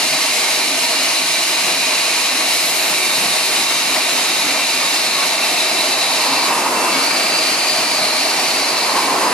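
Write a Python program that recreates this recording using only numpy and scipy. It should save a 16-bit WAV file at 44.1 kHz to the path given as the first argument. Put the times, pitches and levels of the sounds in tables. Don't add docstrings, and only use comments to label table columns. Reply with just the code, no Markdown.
import sys
import numpy as np
from scipy import signal
from scipy.fft import rfft, irfft, next_fast_len
from scipy.io import wavfile

SR = 44100
rng = np.random.default_rng(int(sys.argv[2]) if len(sys.argv) > 2 else 0)


def put_to_file(sound):
    columns = np.atleast_2d(sound).T
    safe = np.clip(columns, -1, 1)
    whole_steps = np.round(safe * 32767)
    wavfile.write(sys.argv[1], SR, whole_steps.astype(np.int16))


N = 411453
TIME = np.arange(N) / SR

# (frequency [Hz], coherence [0-1])
MIC_COHERENCE = [(40, 0.89), (300, 0.95), (1000, 0.67), (1550, 0.53), (2300, 0.68), (3300, 0.38),
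                 (4100, 0.63), (5200, 0.57), (6500, 0.15), (8200, 0.088), (9900, 0.29), (12000, .1)]
# (time when closest [s], speed [m/s], distance [m], tyres [dB], tread note [dB], horn [dB],
# rumble [dB], time it hides the jet [s], half the time hidden [s], shadow [dB], shadow's edge [s])
CAR_PASSES = [(6.72, 11.6, 3.0, -25, -23.2, -29, -26.3, 6.7, 0.205, 8, 0.008),
              (9.22, 11.2, 2.685, -25, -21, -27.5, -24, 9.35, 0.34, 7.5, 0.1)]

SPURT_S, SPURT_ATTACK_S, SPURT_HOLD_S, SPURT_RELEASE_S, SPURT_DB = 2.3, 0.35, 0.75, 0.25, 1.3


def from_db(db):
    return 10 ** (np.asarray(db) / 20)


def unit_power(x):
    return x / np.sqrt(np.mean(np.abs(x) ** 2) + 1e-20)


def in_time(rows):
    times, *columns = np.transpose(rows)
    return [np.interp(TIME, times, column) for column in columns]


def at_hz(points, hz):
    frequencies, values = np.transpose(points)
    return np.interp(np.log(hz), np.log(frequencies), values)


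def bump(when, span):
    return np.exp(-((TIME - when) / span) ** 2)


def ramp(start, length):
    return np.clip((TIME - start) / length, 0, 1)


def drift(rate_hz):
    pole = np.exp(-80 * np.pi * rate_hz / SR)
    slow = signal.lfilter([1], [1, -2 * pole, pole * pole], rng.standard_normal(N // 40 + 2002))[2000:]
    return np.interp(np.arange(N) / 40, np.arange(len(slow)), unit_power(slow))


def swells(bands, events):
    swell_db = np.zeros((len(bands), N))
    for when, hz, span, rise_db in events:
        nearest = np.argmin([abs(band[0] - hz) for band in bands])
        swell_db[nearest] += rise_db * bump(when, span)
    return swell_db


def mic_pair(mid, side, hz, coherence, lead_us):
    pair = np.sqrt(1 + coherence) * mid + np.sqrt(1 - coherence) * side * [[1], [-1]]
    pair[0] *= np.exp(2j * np.pi * hz * lead_us / 1e6)
    return pair


def turbulence(spectrum, lead_us=0):
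    size = next_fast_len(N, real=True)
    hz = np.maximum(np.arange(size // 2 + 1) * SR / size, 1)
    mid, side = rfft(rng.standard_normal((2, size)))
    pair = mic_pair(mid, side, hz, at_hz(MIC_COHERENCE, hz), lead_us)
    return unit_power(irfft(pair * from_db(at_hz(spectrum, hz)), size)[:, :N])


def noise_band(centre_hz, width_hz, coherence, lead_us=0):
    lowpass = signal.butter(3, width_hz / 2, fs=SR / 20, output="sos")
    real, imag = signal.sosfilt(lowpass, rng.standard_normal((2, 2, N // 20 + 402)))[..., 400:]
    mid, side = real + 1j * imag
    pair = mic_pair(mid, side, np.mean(centre_hz), coherence, lead_us)
    envelopes = np.array([np.interp(np.arange(N) / 20, np.arange(len(mic)), mic) for mic in pair])
    carrier = np.exp(2j * np.pi * np.cumsum(centre_hz * np.ones(N)) / SR)
    return unit_power((envelopes * carrier).real)


def resonances(modes, flicker_db, coherence, lead_us):
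    return sum(from_db(db + flicker_db * drift(7.9)) * noise_band(hz, width_hz, coherence, lead_us)
               for hz, width_hz, db in modes)


def chimney():
    # (frequency [Hz], density [dB per Hz])
    roar_spectrum = [(25, -54), (45, -42), (70, -35), (105, -35), (155, -14.5), (200, -10), (330, -2),
                     (430, -4.5), (540, -2.5), (600, -0.5), (780, 2), (1200, 0.5), (1380, -2), (1750, -2),
                     (2100, 0), (3200, -32)]
    buffet_spectrum = [(25, -42), (45, -27), (70, -18), (100, -11.5), (125, -3.5), (160, -2), (205, 2.5),
                       (320, 6), (420, -6), (800, -26)]
    # (frequency [Hz], width [Hz], level [dB])
    pipe_modes = [(155, 21.4, -54.5), (265.8, 28.4, -43.5), (311, 34, -48), (376, 35, -43.5),
                  (470.6, 28, -47), (919, 45, -40), (951, 39, -41), (1112, 76, -39), (1234, 45, -44.5),
                  (1526, 60, -44.5), (1825, 46, -42.5)]
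    hollow_modes = [(632, 52, -35.5), (683, 38, -39.5), (721, 71, -39)]
    # (time [s], frequency [Hz], half length [s], rise [dB])
    roar_surges = [(.13, 155, .04, 11), (.35, 267, .06, 9), (.4, 470, .6, 6), (.4, 1526, .6, 2),
                   (.76, 267, 0.055, 9), (.85, 950, .07, 12), (1.4, 155, .15, 5), (1.92, 155, .22, 8),
                   (1.9, 267, 0.055, 14), (2.846, 377, .4, 3), (3.5, 377, .07, 6), (5.2, 1110, 0.051, 9),
                   (5.9, 377, .12, 9), (5.95, 267, 0.092, 5), (6.3, 267, 0.066, 12), (7.017, 267, .08, 14)]
    # (time [s], half length [s], rise [dB])
    hollow_swells = [(.5, 1.0, 3), (2.9, .35, 2), (5.7, 0.38, 5), (7.3, .25, 3.5), (7.77, .095, 8.5),
                     (8.047, 0.08, 7.5), (8.351, .2, 5.5)]
    draught_db = -1.5 + 0.1942 * TIME
    roar = from_db(-24.5 + drift(8.8)) * turbulence(roar_spectrum, lead_us=30)
    buffet = from_db(-41.5 + 3.4 * drift(9.4)) * turbulence(buffet_spectrum, lead_us=18)
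    bands = [(hz, width_hz, db + surge_db)
             for (hz, width_hz, db), surge_db in zip(pipe_modes, swells(pipe_modes, roar_surges))]
    ringing = resonances(bands, flicker_db=2.5, coherence=0.91, lead_us=14)
    hollow_db = -1.5 + sum(rise_db * bump(when, span) for when, span, rise_db in hollow_swells)
    hollow = from_db(hollow_db) * resonances(hollow_modes, flicker_db=1.5, coherence=0.96, lead_us=18)
    return ((roar + buffet + ringing) * from_db(draught_db) + hollow) * from_db([[-0.4], [0.4]])


def passing(closest, speed, distance):
    along = speed * (TIME - closest)
    reach = np.hypot(along, distance)
    receding = along / reach
    return distance / reach * from_db(0.87 * receding * np.array([[1], [-1]])), receding


def cars():
    # (frequency [Hz], density [dB per Hz])
    tyre_spectrum = [(200, -42), (500, -10), (700, -3), (850, -4), (1010, -9), (1220, 3), (1400, -8),
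                     (2000, -13), (3000, -24), (6000, -28), (12000, -44)]
    rumble_spectrum = [(25, -36), (60, -27), (110, -23), (180, -6), (285, 4.5), (420, 3), (620, 4),
                       (850, -6.5), (1500, -19), (4000, -41)]
    wheelbase_m, wake_lag_s = 2.7, 0.24
    tread_hz, horn_hz, wake_hz = 1001, 871, 1348
    out = 0
    for closest, speed, distance, tyre_db, tread_db, horn_db, rumble_db, *_ in CAR_PASSES:
        front, _ = passing(closest - 0.14, speed, distance)
        back, _ = passing(closest - 0.14 + wheelbase_m / speed, speed, distance)
        middle, receding = passing(closest, speed, distance)
        rear, _ = passing(closest + 0.056, speed, distance)
        behind, _ = passing(closest + wake_lag_s, speed, distance)
        doppler = 1 / (1 + speed * receding / 343)
        axles = np.hypot(front ** 2.8, back ** 4.2) / np.sqrt(1.5)
        tread = noise_band(tread_hz * doppler, width_hz=185, coherence=0.94)
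        tread *= from_db(tread_db - 1.5 * receding) * axles
        tyres = from_db(tyre_db) * middle ** 1.24 * turbulence(tyre_spectrum)
        horn = noise_band(horn_hz * doppler, width_hz=345, coherence=0.92)
        horn *= from_db(horn_db - 7.5 * receding) * middle
        rumble = from_db(rumble_db) * rear * turbulence(rumble_spectrum)
        wake = noise_band(wake_hz, width_hz=670, coherence=0.24)
        wake *= from_db(-31.5 + 3 * receding) * behind ** 1.05
        uneven_asphalt = from_db(1.7 * drift(14.5))
        out = out + uneven_asphalt * (tread + tyres + horn + wake) + rumble
    return out


def car_shadow():
    return sum(depth_db * 0.5 * (1 + np.tanh((span - np.abs(TIME - when)) / (2 * edge)))
               for *_, when, span, depth_db, edge in CAR_PASSES)


def street_echoes(direct):
    # (delay [ms], level [dB])
    reflections = [(4.3, -13), (11.7, -13), (26.6, -17.5)]
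    samples = np.arange(N)
    out = direct
    for delay_ms, level_db in reflections:
        earlier = samples - SR * (delay_ms + 0.076 * drift(0.59)) / 1000
        echo = np.array([np.interp(earlier % N, samples, channel) for channel in direct])
        out = out + from_db(level_db) * echo
    return out


def squeals():
    # (time [s], frequency [Hz], half length [s], level [dB])
    tones = [(2.25, 2410, .22, -34), (3.98, 2420, 0.19, -31), (4.6, 2385, .19, -29),
             (4.63, 2680, .1, -29.5), (5.42, 2700, .11, -27), (6.36, 2700, .08, -28),
             (6.55, 2700, .05, -29), (6.873, 2688, 0.14, -27.5), (6.95, 2234, 0.051, -22.5),
             (7.15, 2300, .12, -28)]
    out = 0
    for when, hz, span, db in tones:
        phase = 2 * np.pi * np.cumsum(hz + 6 * drift(28.2)) / SR
        out = out + from_db(db) * bump(when, span) * np.sin(phase)
    return out


def flares():
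    # (time [s], frequency [Hz], width [Hz], half length [s], level [dB])
    overtones = [(1.6, 6770, 400, .5, -42), (2.8, 11250, 400, .3, -37), (2.75, 12150, 350, .25, -34),
                 (3.3, 9000, 1800, .22, -35), (4.1, 11450, 250, .45, -40), (4.3, 4995, 150, 1.2, -35.5),
                 (4.55, 6620, 230, .5, -35), (5.95, 6600, 180, .45, -40), (6.05, 4980, 160, .4, -34),
                 (6.1, 5200, 120, .4, -37), (6.95, 3420, 550, 0.061, -31), (7.1, 8560, 180, .17, -41),
                 (7.4, 3050, 250, .4, -35), (8.2, 9540, 1500, .35, -37), (8.202, 5350, 220, 0.32, -33),
                 (8.55, 5655, 130, 0.45, -33.5)]
    out = 0
    for when, hz, width_hz, span, db in overtones:
        band = noise_band(hz, width_hz, coherence=at_hz(MIC_COHERENCE, hz), lead_us=35)
        out = out + from_db(db) * bump(when, span) * band
    return out


def whistle():
    # (time [s], frequency [Hz], level [dB], core's share of the power [0-1])
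    course = [(0, 2755, -31.5, .1), (2.1, 2770, -29.5, .15), (2.8, 2700, -30, 0.1), (3.6, 2695, -30, .55),
              (5.5, 2695, -29.5, .75), (6.9, 2685, -32.5, .95), (7.4, 2680, -30, .3), (7.9, 2690, -36, .2),
              (8.5, 2680, -31, .2), (9.33, 2675, -34, .5)]
    hz, level_db, core_share = in_time(course)
    hz = hz + 16 * drift(3)
    core = np.sqrt(core_share) * noise_band(hz, width_hz=65, coherence=0.76, lead_us=45)
    skirt = np.sqrt(1 - core_share) * noise_band(hz, width_hz=190, coherence=0.7, lead_us=45)
    return from_db(level_db + 1.1 * drift(4.6)) * (core + skirt) * from_db([[-1.1], [1.1]])


def spray_change(sag_db_per_s=0.32):
    release = ramp(SPURT_S + SPURT_ATTACK_S + SPURT_HOLD_S, SPURT_RELEASE_S)
    return SPURT_DB * (ramp(SPURT_S, SPURT_ATTACK_S) - release) - sag_db_per_s * TIME


def steam_song():
    # (frequency [Hz], width [Hz], level [dB])
    edge_tone = [(4980, 170, -37)]
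    overtones = [(6660, 400, -48), (9800, 600, -45)]
    # (frequency [Hz], width [Hz], level [dB], share of a car's shadow [0-1],
    # lasting shift from the spurt [Hz], shift in the high register [Hz], gain in the high register [dB])
    bands = [(2215, 235, -32, 1, 20, 45, 0.5), (2410, 164, -31, .63, -15, 10, 0),
             (3975, 420, -26.5, 0.71, -140, 130, -7.5), (4143, 300, -30, .9, 5, 20, 2),
             (4460, 260, -30.5, 1, -70, 40, 1.5), (4640, 274, -36, 0.65, 0, 10, 12)]
    # (time [s], frequency [Hz], half length [s], rise [dB])
    band_swells = [(.45, 2218, .24, 4.5), (.05, 4460, .1, 4), (.98, 4460, .14, 2.5), (1.7, 3975, 0.77, 0.5),
                   (1.85, 2410, .7, 3.5), (2.05, 4460, .2, 2.5), (3.0, 2218, 0.2, 4.5), (3.3, 4460, .2, 4),
                   (4.3, 3975, 0.97, 1), (5.18, 4150, .12, 4), (5.9, 3975, .5, 3.5), (6.25, 4150, .22, 4),
                   (6.3, 4630, .16, 3), (7.38, 4630, .06, 3.5), (7.7, 4630, .04, 3.5),
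                   (7.958, 4630, .03, 4), (8.11, 4150, .12, 7), (8.65, 4630, .12, 2.5), (8.9, 4150, .3, 3)]
    # (time [s], register [0 low, 1 high])
    register_course = [(0, .08), (2.3, 0.02), (4.6, .15), (6.3, 0.42), (6.93, .68), (7.3, 0.95),
                       (7.7, 0.96), (8.5, 0.77), (9.33, .65)]
    register, = in_time(register_course)
    shadow_db, spray_db = car_shadow(), spray_change()
    after_spurt = ramp(SPURT_S, SPURT_ATTACK_S + SPURT_HOLD_S)
    force_db = 2.2 * (spray_db - np.median(spray_db))
    out = from_db(force_db) * resonances(overtones, flicker_db=1.2, coherence=0.64, lead_us=44)
    out += resonances(edge_tone, flicker_db=3, coherence=0.87, lead_us=17)
    for band, swell_db in zip(bands, swells(bands, band_swells)):
        hz, width_hz, level_db, hidden, spurt_hz, high_hz, high_db = band
        band_db = level_db + high_db * register + swell_db - hidden * shadow_db + 0.72 * drift(8.2)
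        centre_hz = hz + spurt_hz * after_spurt + high_hz * register + 24 * drift(3)
        pan_db = np.interp(hz, [2700, 3900], [-1.1, 0.7]) * np.array([[1], [-1]])
        out += from_db(band_db + pan_db) * noise_band(centre_hz, width_hz, coherence=0.73, lead_us=43.4)
    return out


def steam_hiss():
    # (frequency [Hz], density [dB per Hz])
    spray_spectrum = [(3000, -46), (6000, -6), (6500, -4), (7700, 1.5), (8600, 1.8), (9400, 3), (10000, 3),
                      (10900, 2.5), (11400, 0.5), (12100, -1), (12600, -11), (13000, -47)]
    rush_spectrum = [(1200, -37), (1900, 0), (2250, 1.5), (2560, 3), (2950, 3.5), (3300, -0.5), (3700, 1.5),
                     (4400, -1), (5100, 2), (5400, 1), (6200, -0.5), (7050, -1), (7550, -8), (9500, -38)]
    # (frequency [Hz], width [Hz], level [dB])
    sizzle_bands = [(10350, 220, -44.5), (11370, 300, -36), (12080, 300, -45)]
    rush_sag_db_per_s, sizzle_fade_db_per_s = 0.24, 2
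    spray_db = -23 + spray_change() - 0.048 * car_shadow()
    rush_db = -19.5 - rush_sag_db_per_s * TIME - 0.28 * car_shadow()
    spray = from_db(spray_db) * turbulence(spray_spectrum, lead_us=42.4)
    rush = from_db(rush_db) * turbulence(rush_spectrum, lead_us=35.5)
    since_peak_s = np.maximum(TIME - SPURT_S - SPURT_ATTACK_S, 0)
    wetness = ramp(SPURT_S, SPURT_ATTACK_S) * from_db(-sizzle_fade_db_per_s * since_peak_s)
    sizzle = wetness * resonances(sizzle_bands, flicker_db=3, coherence=0.1, lead_us=48)
    return (spray + rush + sizzle) * from_db(0.65 * drift(8.5))


def scene():
    jet = street_echoes(steam_hiss() + steam_song() + flares()) + whistle() + squeals()
    return chimney() + from_db([[-0.6], [-0.3]]) * jet + cars()


def record(dry):
    cutoff_hz = 12900
    return signal.sosfilt(signal.ellip(12, 0.1, 90, cutoff_hz, fs=SR, output="sos"), dry)


dry = scene()
out = record(dry)
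put_to_file(out)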